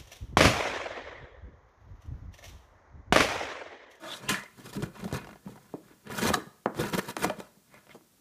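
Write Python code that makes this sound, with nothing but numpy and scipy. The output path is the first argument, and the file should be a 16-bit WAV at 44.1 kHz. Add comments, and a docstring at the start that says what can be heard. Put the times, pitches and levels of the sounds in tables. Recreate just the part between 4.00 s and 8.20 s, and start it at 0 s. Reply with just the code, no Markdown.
"""In a quiet room, close by, a folding knife slits the tape and edge of a small cardboard box on a
wooden table. One slash, the box is turned over by hand, then the blade saws through a flap in short
rasping strokes. Tiny snapping fibres make the rasp and shake the hollow box; its panels knock and
tick as they flex. Blade and fingers squeak as they slide, and the tape crinkles."""
import sys
import numpy as np
from scipy import signal
from scipy.fft import rfft, irfft
from scipy.io import wavfile
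from scipy.ndimage import map_coordinates

SR = 44100
rng = np.random.default_rng(int(sys.argv[2]) if len(sys.argv) > 2 else 0)


def dump_mix(stems):
    """Bounce the given channels to the path in sys.argv[1] as a 16-bit WAV at rate SR."""
    frames = np.atleast_2d(stems).T  # one column per channel
    limited = np.clip(frames, -1, 1)  # hard clip at full scale
    pcm = np.round(limited * 32767).astype(np.int16)
    wavfile.write(sys.argv[1], SR, pcm)


N = 185352
TIME = np.arange(N) / SR

# the notes at which the hollow box rings: pitch_hz, level_db, ring_s
BOX_NOTES = [(151, 3.5, 0.026), (200, 7, 0.083), (267.5, -6, 0.038), (313, -10.5, 0.16),
             (380.3, -18.5, 0.14), (476, 0.5, 0.092), (605, 6, 0.073), (631.6, -2, 0.28),
             (721, -14.5, 0.049), (887, -1.5, 0.17), (954, 0.5, 0.1), (1143, -14, 0.0099),
             (1300, -5.5, 0.46), (1445, -7.5, 0.078), (1796, -6.5, 0.054), (2415, 2.5, 0.093),
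             (3100, -12, 0.094), (3980, -18, .025)]
# the tone colour of a hissing paper edge: pitch_hz, level_db
EDGE_HISS = [(1500, -50.5), (3000, 4), (3900, 4.5), (5000, 2.5), (7000, 2), (10000, -0.5), (15000, -3)]


def from_db(db):
    """Turn decibels into a number to multiply a sound by."""
    return 10 ** (np.asarray(db) / 20)


def rms_one(x):
    """Scale a sound so that its average power is 1."""
    return x / np.sqrt(np.mean(x ** 2) + 1e-20)


def peak_one(x):
    """Scale a sound so that its highest peak is 1."""
    return x / np.abs(x).max()


def add(out, start_s, sound):
    """Mix a short sound in at the given time."""
    at = int(start_s * SR)
    out[at:at + len(sound)] += sound[:N - at]


def passband(x, hz, kind, order=2):
    """Keep the lows, the highs or a band between; a higher order cuts more steeply."""
    return signal.sosfilt(signal.butter(order, np.clip(hz, 10, .45 * SR), kind, fs=SR, output="sos"), x)


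def colour(x, spectrum, size=4096):
    """Give a sound the tone colour drawn by rows of pitch_hz, level_db."""
    hz, db = np.transpose(spectrum)
    grid_hz = np.linspace(1, SR / 2, size // 2 + 1)
    gains = from_db(np.interp(np.log(grid_hz), np.log(hz), db))
    # fold the filter forward in time, so that nothing sounds before its cause
    cepstrum = irfft(np.log(gains))
    cepstrum[1:size // 2] *= 2
    cepstrum[size // 2 + 1:] = 0
    response = irfft(np.exp(rfft(cepstrum)))
    return signal.fftconvolve(x, response / np.linalg.norm(response))[:len(x)]


def ring(x, hz, ring_s):
    """Each click sets a pure note ringing, which fades by 60 dB in ring_s."""
    decay, turn = from_db(-60 / (ring_s * SR)), 2 * np.pi * hz / SR
    return signal.lfilter([0, np.sin(turn)], [1, -2 * decay * np.cos(turn), decay * decay], x + 1e-18)


def wander(hz):
    """A smooth random wobble, about 1 in size; a higher hz makes it quicker."""
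    smooth = signal.butter(2, np.clip(hz, 1, .45 * SR), fs=SR, output="sos")
    return rms_one(signal.sosfilt(smooth, rng.standard_normal(N)))


def room_tone(level_db=-64.5):
    """The quiet room has a faint, steady rumble and hiss."""
    # its tone colour: pitch_hz, level_db
    room_colour = [(15, -44), (25, -13), (181, 1.5), (450, -7), (769, -14), (1300, -14), (2500, -17),
                   (4000, -15.5), (7000, -14.5), (15000, -17)]
    return from_db(level_db) * colour(rng.standard_normal(N), room_colour)


def room_echo(x, low_ring_s=0.48, high_ring_s=0.46, split_hz=2100, low_db=-15, high_db=-19):
    """Many echoes blur together in a small furnished room; the treble dies first."""
    t, response = TIME[:SR // 2], 0
    build_up = np.clip((t - .004) / .008, 0, 1)
    for kind, ring_s, db in ("low", low_ring_s, low_db), ("high", high_ring_s, high_db):
        tail = rng.standard_normal(len(t)) * from_db(-60 * t / ring_s) * build_up
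        response += from_db(db) * passband(tail / np.linalg.norm(tail), split_hz, kind, order=4)
    return signal.fftconvolve(x, response)[:N]


def near_echoes(x):
    """Very quick echoes strengthen some pitches and weaken others."""
    # bounces off the table, the flaps and the hands: delay_s, gain
    bounces = [(.0009, 0.012), (.00155, 0.055), (.0029, 0.34), (.0041, 0.16)]
    response = signal.unit_impulse(512)
    for delay_s, gain in bounces:
        response[int(delay_s * SR)] += gain
    return signal.fftconvolve(x, response / np.linalg.norm(response))[:N]


def fibres(per_s, spread_db):
    """Fibres snap at random moments; most of the snaps are small."""
    sizes = from_db(spread_db * np.minimum(rng.exponential(1, N), 4)) * rng.choice([-1, 1], N)
    return rms_one(sizes * (rng.random(N) < per_s / SR))


def papery(snaps, cycles=7, count=18):
    """Each snap flicks a scrap of paper that has a brief pitch of its own."""
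    scrap = rng.integers(0, count, N)
    pitches_hz = np.geomspace(700, 15000, count)
    return rms_one(sum(hz * ring(snaps * (scrap == k), hz, cycles / hz)
                       for k, hz in enumerate(pitches_hz)))


def through_box(x, resonance=0.69):
    """A push on the cardboard is heard directly and through the ringing of the box."""
    ringing = sum((-1) ** k * from_db(db) * ring(x, hz, ring_s) * np.log(1e6) / (ring_s * SR)
                  for k, (hz, db, ring_s) in enumerate(BOX_NOTES))
    return x + 2 * resonance * ringing


def flex(x, bend_octaves=.09, pace_hz=4):
    """The pitches in a rasp bend slowly up and down as the box is squeezed and cut."""
    position = np.cumsum(2 ** (bend_octaves * wander(pace_hz)))
    return rms_one(map_coordinates(x, [position], order=3, mode="wrap"))


def slit_echo(x, delay_s=0.000595, drift_octaves=0.31, pace_hz=9, echo=.35):
    """The hiss echoes inside the opening slit; as the path changes, its tone colour shifts."""
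    lag = delay_s * SR * 2 ** (drift_octaves * wander(pace_hz))
    return rms_one(x + echo * map_coordinates(x, [np.arange(N) - lag], order=3))


def pressure_db(full_s, rise_s, hold_s, fall_s, range_db=20):
    """A touch swells to full pressure, holds and lets go, moving by range_db per rise or fall time."""
    before = np.maximum(full_s - TIME, 0) / rise_s
    after = np.maximum(TIME - full_s - hold_s, 0) / fall_s
    return -range_db * (before + after)


def stroke_levels(strokes, fall_shares=(0.74, 1, 0.78)):
    """Panels, rasp and hiss all follow the pressure; each fades in its own share of the fall time."""
    power = np.zeros((3, N))
    for full_s, rise_s, hold_s, fall_s, *levels_db in strokes:
        for layer, (db, share) in enumerate(zip(levels_db, fall_shares)):
            level_db = db + pressure_db(full_s, rise_s, hold_s, fall_s * share)
            power[layer] += from_db(np.maximum(level_db, -140)) ** 2
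    return np.sqrt(power)


def scrape(strokes, per_s, spread_db, slip_hz, slip_db, clump_db, snag_db, panel_db, rasp_db, hiss_db,
           panel_low_hz, panel_top_hz, hiss_top_hz, paper=1.38, clump_hz=35, snag_hz=110):
    """Sticking and slipping bunch the snaps, which shake the panels, rasp and hiss at the edge."""
    # the tone colour of the flexing panels: pitch_hz, level_db
    panel_colour = [(25, -58), (52, -5.5), (80, -20.5), (125, 0.5), (190, 3), (270, -7.5), (430, 2.5),
                    (650, -20.5), (1000, -18.5), (2500, -35)]
    # the tone colour of tearing cardboard: pitch_hz, level_db
    rasp_colour = [(300, -37), (620, -0.5), (1000, 4.5), (1750, 0), (2150, -1.5), (3100, -10), (4200, -12),
                   (8000, -51)]
    grip = from_db(slip_db * wander(slip_hz) + clump_db * wander(clump_hz))
    snaps = rms_one(fibres(per_s, spread_db) * grip)
    crackle = snaps + paper * papery(fibres(2 * per_s, spread_db) * grip)
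    push = passband(snaps, panel_top_hz, "low")   # a soft touch reaches only the lowest notes
    push = passband(push, panel_low_hz, "high")   # a flap held in the air gives little bass
    snags = from_db(snag_db * wander(snag_hz))   # the edge tears in short spurts
    panels = rms_one(colour(through_box(push), panel_colour))
    rasp = flex(colour(through_box(crackle), rasp_colour))
    hiss = slit_echo(passband(colour(crackle * snags, EDGE_HISS), hiss_top_hz, "low"))
    panel_level, rasp_level, hiss_level = stroke_levels(strokes)
    return (from_db(panel_db) * panel_level * panels
            + from_db(rasp_db) * rasp_level * rasp
            + from_db(hiss_db) * hiss_level * hiss)


def hands():
    """Hands slide over the box and the knife with a soft rubbing sound."""
    # each rub: full_pressure_s, rise_s, hold_s, fall_s, panel_db, rasp_db, hiss_db
    rubs = [(.6, 0.066, 0.049, 0.084, -46.5, -57.5, -54.5), (.658, 0.037, 0.032, 0.06, -42, -54.5, -50),
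            (.733, 0.01, 0.021, 0.025, -48, -50, -42.5), (.765, 0.053, 0.051, 0.15, -35.5, -56.5, -55.5),
            (.828, 0.0087, 0.0047, 0.064, -32, -47, -49), (.959, 0.052, 0.035, 0.068, -57, -54, -59),
            (1.0, 0.029, 0.05, 0.067, -40.5, -54.5, -53.5), (1.052, 0.051, 0.0021, 0.11, -37, -61, -59),
            (1.112, 0.062, 0.022, 0.025, -48, -53.5, -54),
            (1.135, 0.014, 0.017, 0.068, -31.5, -41.5, -44.5), (1.21, 0.015, 0.083, 0.21, -47, -61, -67),
            (1.48, 0.047, 0.006, 0.18, -42.5, -61.5, -58), (1.555, 0.038, 0.021, 1, -58.5, -67, -69),
            (1.903, 0.13, 0.042, 0.041, -57.5, -66, -71), (3.385, 0.041, 0.0098, 0.18, -50.5, -60.5, -54.5),
            (3.745, 0.087, 0.033, 0.12, -57.5, -60, -66), (3.905, 0.043, 0.065, 0.019, -56, -64, -62)]
    return scrape(rubs, per_s=4300, spread_db=1.5, slip_hz=156, slip_db=1.0, clump_db=3.1, snag_db=1.5,
                  panel_db=-0.5, rasp_db=3.0, hiss_db=-3.0,
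                  panel_low_hz=34.9, panel_top_hz=323, hiss_top_hz=15400)


def crinkles(per_s=5000, spread_db=2.5, size=4096):
    """Patches of tape give way under the fingers, each in a short dry crunch."""
    # the last few are a finger creeping in nearly even slips: start_s, level_db, fall_s, brightness_hz
    patches = [(.955, -44.5, .004, 2000), (.964, -43, 0.0058, 1500), (.998, -43, 0.013, 3000),
               (1.028, -47, 0.0025, 3000), (1.041, -37.5, 0.0068, 12200), (1.078, -41.5, 0.013, 9000),
               (1.112, -38, .004, 2500), (1.175, -38, .003, 5000), (1.217, -50, .005, 3000),
               (1.2448, -41.5, 0.0052, 2100), (1.27, -39.5, .005, 2500), (1.29, -41.5, 0.0056, 2000),
               (1.309, -46, 0.0045, 2500), (1.329, -44.5, .004, 2500), (1.357, -43.5, .003, 700)]
    # the tone colour of the tape: pitch_hz, level_db
    tape_colour = [(150, -18), (400, 4), (1000, 3.5), (2000, -3.5), (4000, -9), (15000, -16)]
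    out, t = np.zeros(N), TIME[:size]
    snaps = fibres(per_s, spread_db)
    for k, (start_s, db, fall_s, bright_hz) in enumerate(patches):
        fade = np.exp(-t / fall_s)
        burst = snaps[k * size:(k + 1) * size] * fade
        crunch = passband(colour(burst, tape_colour), bright_hz, "low", order=1)
        add(out, start_s, from_db(db) * rms_one(crunch) * np.sqrt(np.mean(fade ** 2)))
    return out


def squeaks(gain_db=-1):
    """The blade in the slit and fingers on tape and handle rub out rough tones that glide."""
    # each squeak: loudest_s, rise_s, fall_s, pitch_hz, width_hz, glide_octaves_per_s, level_db
    slides = [(0.041, 0.041, 0.22, 624, 48, -0.6, -43.5), (.09, 0.35, 0.1, 321, 22, 0.1, -51),
              (0.109, 0.12, 0.066, 1220, 34, 0, -46), (0.122, 0.07, 0.06, 3560, 240, 0.6, -40),
              (.137, 0.015, 0.014, 3394, 450, 2.5, -34.5), (0.292, 0.014, 0.08, 2895, 350, -3, -29),
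              (.293, 0.0036, 0.013, 10800, 1500, -1, -39), (.304, 0.011, 0.031, 12100, 180, -7, -47),
              (0.346, 0.0096, 0.11, 1790, 120, 1.5, -35), (0.403, 0.069, 0.051, 1900, 130, 1.5, -46),
              (0.767, 0.0138, 0.21, 390, 14, 2.9, -48), (2.279, 0.016, 0.024, 6000, 290, -4, -38),
              (3.751, 0.046, 0.05, 2096, 230, 2.5, -54.5), (3.914, 0.027, 0.017, 2100, 130, -6, -52),
              (3.915, 0.018, 0.039, 3100, 350, -1.5, -57)]
    out = np.zeros(N)
    for loudest_s, rise_s, fall_s, hz, width_hz, glide, db in slides:
        pitch_hz = hz * 2 ** (glide * np.clip(TIME - loudest_s, -rise_s, fall_s))
        phase = 2 * np.pi * np.cumsum(pitch_hz) / SR
        tone = wander(width_hz) * np.cos(phase) + wander(width_hz) * np.sin(phase)
        out += tone * from_db(gain_db + db + pressure_db(loudest_s, rise_s, 0, fall_s))
    return out


def judders(jitter=0.057, roughness_db=-3.0, overtone_db=-9, gain_db=-1):
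    """Nearly even slips shake a panel at their own rate and an octave above."""
    # the box judders on the table, or the blade bumps over ribs: start_s, length_s, rate_hz, level_db
    skids = [(0.754, 0.0664, 202, -33.5), (0.822, 0.05, 114, -40.5), (1.021, 0.03, 207, -43.5),
             (2.218, 0.052, 214, -26), (2.804, 0.069, 130, -40), (2.931, 0.034, 178, -30),
             (3.252, 0.034, 188, -34)]
    out = np.zeros(N)
    for start_s, length_s, hz, db in skids:
        count = int(length_s * SR)
        rate_hz = hz * (1 + jitter * wander(hz=35)[:count])
        phase = 2 * np.pi * np.cumsum(rate_hz) / SR
        swing = np.sin(phase) + from_db(overtone_db) * np.sin(2 * phase)
        swing *= from_db(roughness_db * wander(hz=110)[:count])
        add(out, start_s, from_db(db + gain_db) * rms_one(swing) * signal.windows.tukey(count, .5))
    return out


def ticks(crumble=0.13, crumble_s=0.0023, edge_db=2, top_hz=9500, gain_db=-1, size=4096):
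    """A crease gives way, then smaller ones; they sound through the box and, brighter, off the edge."""
    # creases in tape and paper edges: start_s, level_db, treble_db
    creases = [(0.436, -32.5, -8), (.729, -36, -14), (.752, -29.5, -14), (0.8236, -23.5, -9),
               (1.1268, -23, -2), (1.1474, -19, -8.5), (2.071, -38, 1), (2.29, -11.5, -11),
               (2.3418, -11.5, 5), (2.6586, -21, -18.5), (2.748, -39, 5), (3.1665, -16.5, -2.5),
               (3.299, -16, -18), (3.402, -24.5, -10.5), (3.742, -37.5, -5), (3.869, -42, -25),
               (3.894, -36.5, -24)]
    # the tone colour of a tick: pitch_hz, level_db
    tick_colour = [(100, -15.5), (400, 12.5), (1000, 6.5), (1800, 0), (3000, -7), (5000, -11.5),
                   (15000, -70)]
    out, fade = np.zeros(N), np.exp(-TIME[:size] / crumble_s)
    for start_s, db, treble_db in creases:
        crack = signal.unit_impulse(size) + crumble * rng.standard_normal(size) * fade
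        body = colour(through_box(crack), tick_colour)
        edge = passband(colour(crack, EDGE_HISS), top_hz, "low")
        add(out, start_s, from_db(db + gain_db) * peak_one(body + from_db(treble_db + edge_db) * edge))
    return out


def knocks(focus_octaves=0.37, ring_share=0.51, clack=0.019, clack_cycles=5, top_ratio=2.15,
           rattle=0.021, rattle_s=0.023, size=8192):
    """A panel buckles or is bumped: the spot thuds and clacks, loose flaps rattle, the box rings on."""
    # each bump: start_s, level_db, brightness_hz, lowest_hz, ring_centre_hz, ring_db
    bumps = [(0.303, -29, 410, 171, 300, 2), (.319, -27.5, 322, 150, 171, -1),
             (0.589, -42.5, 500, 179, 320, -0.5), (0.659, -42, 454, 170, 257, -15),
             (0.831, -30, 337, 90, 172, 1), (1.03, -35, 380, 140, 200, 3), (1.052, -26.5, 350, 150, 210, 1),
             (1.127, -22.5, 460, 90, 142, -2.5), (1.463, -40, 260, 120, 185, 8),
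             (1.474, -37, 1030, 250, 900, -9.5), (1.491, -43.5, 480, 200, 397, -1.5),
             (1.558, -40, 1020, 220, 900, -7.5), (1.7393, -23.5, 500, 160, 338, -6.5),
             (1.906, -56, 396, 220, 315, 7), (1.936, -52.5, 429, 240, 347, -6),
             (2.303, -13, 710, 150, 200, -9), (2.373, -23.5, 500, 149, 333, -4),
             (2.468, -41, 277, 108, 180, 1), (2.66, -8.5, 880, 167, 340, -15),
             (2.748, -32, 1216, 220, 380, -16), (3.1679, -17, 1380, 280, 292, -16),
             (3.246, -17.5, 690, 260, 300, -6), (3.3, -24.5, 690, 200, 636, 1),
             (3.384, -36.5, 295, 150, 238, 3), (3.404, -32.5, 817, 200, 985, -7.5),
             (3.57, -56.5, 347, 129, 200, 7), (3.9475, -38.5, 645, 250, 440, -5),
             (3.956, -39, 590, 169, 287, -4.5), (4.01, -49, 1100, 170, 294, -12)]
    out, click, t = np.zeros(N), signal.unit_impulse(size), TIME[:size]
    for start_s, db, bright_hz, low_hz, centre_hz, ring_db in bumps:
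        force = click + rattle * rng.standard_normal(size) * np.exp(-t / rattle_s) * (t > .002)
        thud = passband(force, bright_hz, "low")
        thud = passband(thud, low_hz, "high", order=3)   # small panels give no bass
        spot = ring(force, bright_hz, clack_cycles / bright_hz)
        contact = peak_one(thud) + clack * peak_one(spot)
        contact = passband(contact, top_ratio * bright_hz, "low", order=5)
        ringing = np.zeros(size)
        for k, (hz, note_db, ring_s) in enumerate(BOX_NOTES):
            nearness = 1 / (1 + (np.log2(hz / centre_hz) / focus_octaves) ** 4)
            gain = (-1) ** k * from_db(note_db + rng.normal(0, 1)) * nearness
            ringing += gain * ring(click, hz, ring_s * ring_share)
        ringing = passband(ringing, low_hz, "high", order=3)
        add(out, start_s, from_db(db) * (peak_one(contact) + from_db(ring_db) * peak_one(ringing)))
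    return out


def rips(per_s=7000, spread_db=3.5, band_ratio=1.133, paper=0.43, top_hz=12500, gain_db=-2.5, size=8192):
    """The blade rips ahead or the box skids: a dense burst of snaps swells and dies."""
    # each sudden slip: loudest_s, level_db, rise_s, fall_s, pitch_hz, hiss_db
    slips = [(.2915, -24, 0.00045, 0.017, 1770, -1), (.344, -17.5, 0.001, 0.0016, 1800, -25),
             (.758, -36, 0.001, 0.029, 120, -30), (.829, -33, 0.0036, 0.016, 350, -16.5),
             (1.14, -34, 0.0078, 0.014, 105, -27), (2.187, -28, 0.0097, 0.0096, 1350, -14),
             (2.288, -29, 0.0071, 0.0085, 900, -10.5), (2.312, -34, 0.017, 0.013, 79, -47.5),
             (2.34, -17, 0.0037, 0.0022, 1110, -10.5), (2.8, -28.5, 0.011, 0.022, 353, -14),
             (2.984, -22.5, 0.004, 0.008, 422, -23), (3.246, -25, 0.0035, 0.0028, 900, -6),
             (3.298, -28.5, 0.00062, 0.0016, 2470, -25)]
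    out, t = np.zeros(N), (np.arange(size) - size // 2) / SR
    snaps = fibres(per_s, spread_db)
    board = through_box(snaps)
    crackle = snaps + paper * papery(fibres(per_s, spread_db))
    edge = passband(colour(crackle, EDGE_HISS), top_hz, "low")
    for k, (loudest_s, db, rise_s, fall_s, hz, hiss_db) in enumerate(slips):
        part = slice(k * size, (k + 1) * size)
        swell = np.exp(np.minimum(t / rise_s, -t / fall_s))
        body = passband(board[part], [hz / band_ratio, hz * band_ratio], "band")
        burst = rms_one(body * swell) + from_db(hiss_db) * rms_one(edge[part] * swell)
        add(out, loudest_s + t[0], from_db(db + gain_db) * burst * np.sqrt(np.mean(swell ** 2)))
    return out


def catches(per_s=2500, spread_db=9.0, crunch=0.26, gain_db=-1, size=8192):
    """The blade snaps a rib, fibres crunch, and the flap rings at a pitch set by its free length."""
    # ribs inside the cardboard: start_s, level_db, crunch_s, pitch_ratio, tilt_db_per_octave, crack_db
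    ribs = [(2.1, -30, 0.0046, 1.1, -8.5, -2), (2.182, -27, 0.0098, 0.81, 0, -4),
            (2.217, -27.5, 0.0075, 0.78, -6.5, -13), (2.3397, -11, 0.0051, 0.97, 1, -26),
            (2.79, -27, 0.018, 0.93, 0.5, -8), (2.837, -23, 0.0028, 0.81, 0.5, -10),
            (2.9345, -24, 0.0036, 0.83, 3.5, -4), (2.9495, -30.5, 0.0022, 0.89, 19, 0),
            (2.98, -30, 0.0066, 1.23, -2.5, -9), (2.987, -22, 0.004, 1.04, -0.5, -9.5),
            (3.2445, -12, 0.0018, 1, -4, -22)]
    # the notes of the half-cut flap: pitch_hz, level_db, ring_s
    flap_notes = [(430, -6, .04), (740, -6, .05), (1135, -1, .022), (1350, -5, .02), (1775, -1, .022),
                  (3030, -7, .012), (3990, -1, .008)]
    out, t = np.zeros(N), TIME[:size]
    snaps = fibres(per_s, spread_db)
    for k, (start_s, db, crunch_s, ratio, tilt_db, crack_db) in enumerate(ribs):
        crumble = snaps[k * size:(k + 1) * size] * np.exp(-t / crunch_s)
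        force = signal.unit_impulse(size) + crunch * crumble
        flap = np.zeros(size)
        for j, (hz, note_db, ring_s) in enumerate(flap_notes):
            gain = (-1) ** j * from_db(note_db + tilt_db * np.log2(hz / 1000))
            flap += gain * ring(force, hz * ratio, ring_s)
        crack = from_db(crack_db) * peak_one(colour(crumble, EDGE_HISS))
        add(out, start_s, from_db(db + gain_db) * (peak_one(flap) + crack))
    return out


def slash():
    """The blade runs along the tape; the snaps come so thickly that they blur together."""
    # parts of the slash: full_pressure_s, rise_s, hold_s, fall_s, panel_db, rasp_db, hiss_db
    strokes = [(.04, 0.041, 0.097, 0.11, -60.5, -44.5, -54.5),
               (.13, 0.15, 0.048, 0.044, -70.5, -52.5, -45.5),
               (.235, 0.073, 0.0505, 0.03, -51, -48.5, -54.5),
               (.2905, 0.0027, 0.021, 0.11, -40, -30.5, -31)]
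    return scrape(strokes, per_s=12000, spread_db=1.5, slip_hz=120, slip_db=-0.5,
                  clump_db=0.55, snag_db=0.5, panel_db=7.5, rasp_db=-1.0, hiss_db=-3.5,
                  panel_low_hz=75, panel_top_hz=900, hiss_top_hz=10900)


def sawing():
    """The blade saws through the flap; fewer, more uneven snaps make a coarse rasp."""
    # each stroke: full_pressure_s, rise_s, hold_s, fall_s, panel_db, rasp_db, hiss_db
    strokes = [(2.069, 0.027, 0.012, 0.067, -41, -47.5, -78),
               (2.102, 0.014, 0.048, 0.045, -40.5, -40, -51.5),
               (2.187, 0.059, 0.0031, 0.033, -33, -35, -38), (2.222, 0.04, 0.05, 0.056, -33, -31.5, -36.5),
               (2.278, 0.096, 0.0089, 0.066, -27.5, -26.5, -35.5),
               (2.34, 0.029, 0.011, 0.063, -31.5, -34, -40), (2.776, 0.041, 0.0058, .02, -35, -40.5, -48),
               (2.793, 0.0064, 0.013, 0.071, -26, -32.5, -40),
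               (2.838, 0.057, 0.05, 0.055, -33.5, -36.5, -44.5),
               (2.937, 0.019, 0.015, 0.028, -27, -30.5, -37.5),
               (2.983, 0.016, 0.01, 0.017, -29, -30, -35.5), (3.01, .03, 0.046, 0.035, -49.5, -47.5, -53.5),
               (3.088, 0.033, 0.019, 0.03, -37.5, -37.5, -42.5), (3.178, 0.011, 0.046, .05, -52, -54, -49),
               (3.243, 0.046, 0.0049, 0.015, -25.5, -26, -32), (3.258, .01, 0.02, 0.077, -35, -38, -49)]
    return scrape(strokes, per_s=2200, spread_db=2.0, slip_hz=198, slip_db=2.0,
                  clump_db=0.5, snag_db=1.0, panel_db=-0.5, rasp_db=-3.5, hiss_db=-1,
                  panel_low_hz=75, panel_top_hz=900, hiss_top_hz=17000)


def scene():
    """Knife, hands and box sound together in the room, in one channel."""
    cuts_and_rubs = slash() + sawing() + hands() + squeaks() + rips() + ticks() + crinkles()
    near = near_echoes(cuts_and_rubs) + judders() + knocks() + catches()
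    return (room_tone() + near + room_echo(near))[None]


def record(dry, low_cut_hz=35, top_cut_hz=15400):
    """The small microphone loses the deepest bass; the highest treble is cut steeply."""
    thin = passband(dry, low_cut_hz, "high", order=3)
    return signal.sosfilt(signal.ellip(12, .1, 80, top_cut_hz, fs=SR, output="sos"), thin)


dry = scene()
out = record(dry)
dump_mix(out)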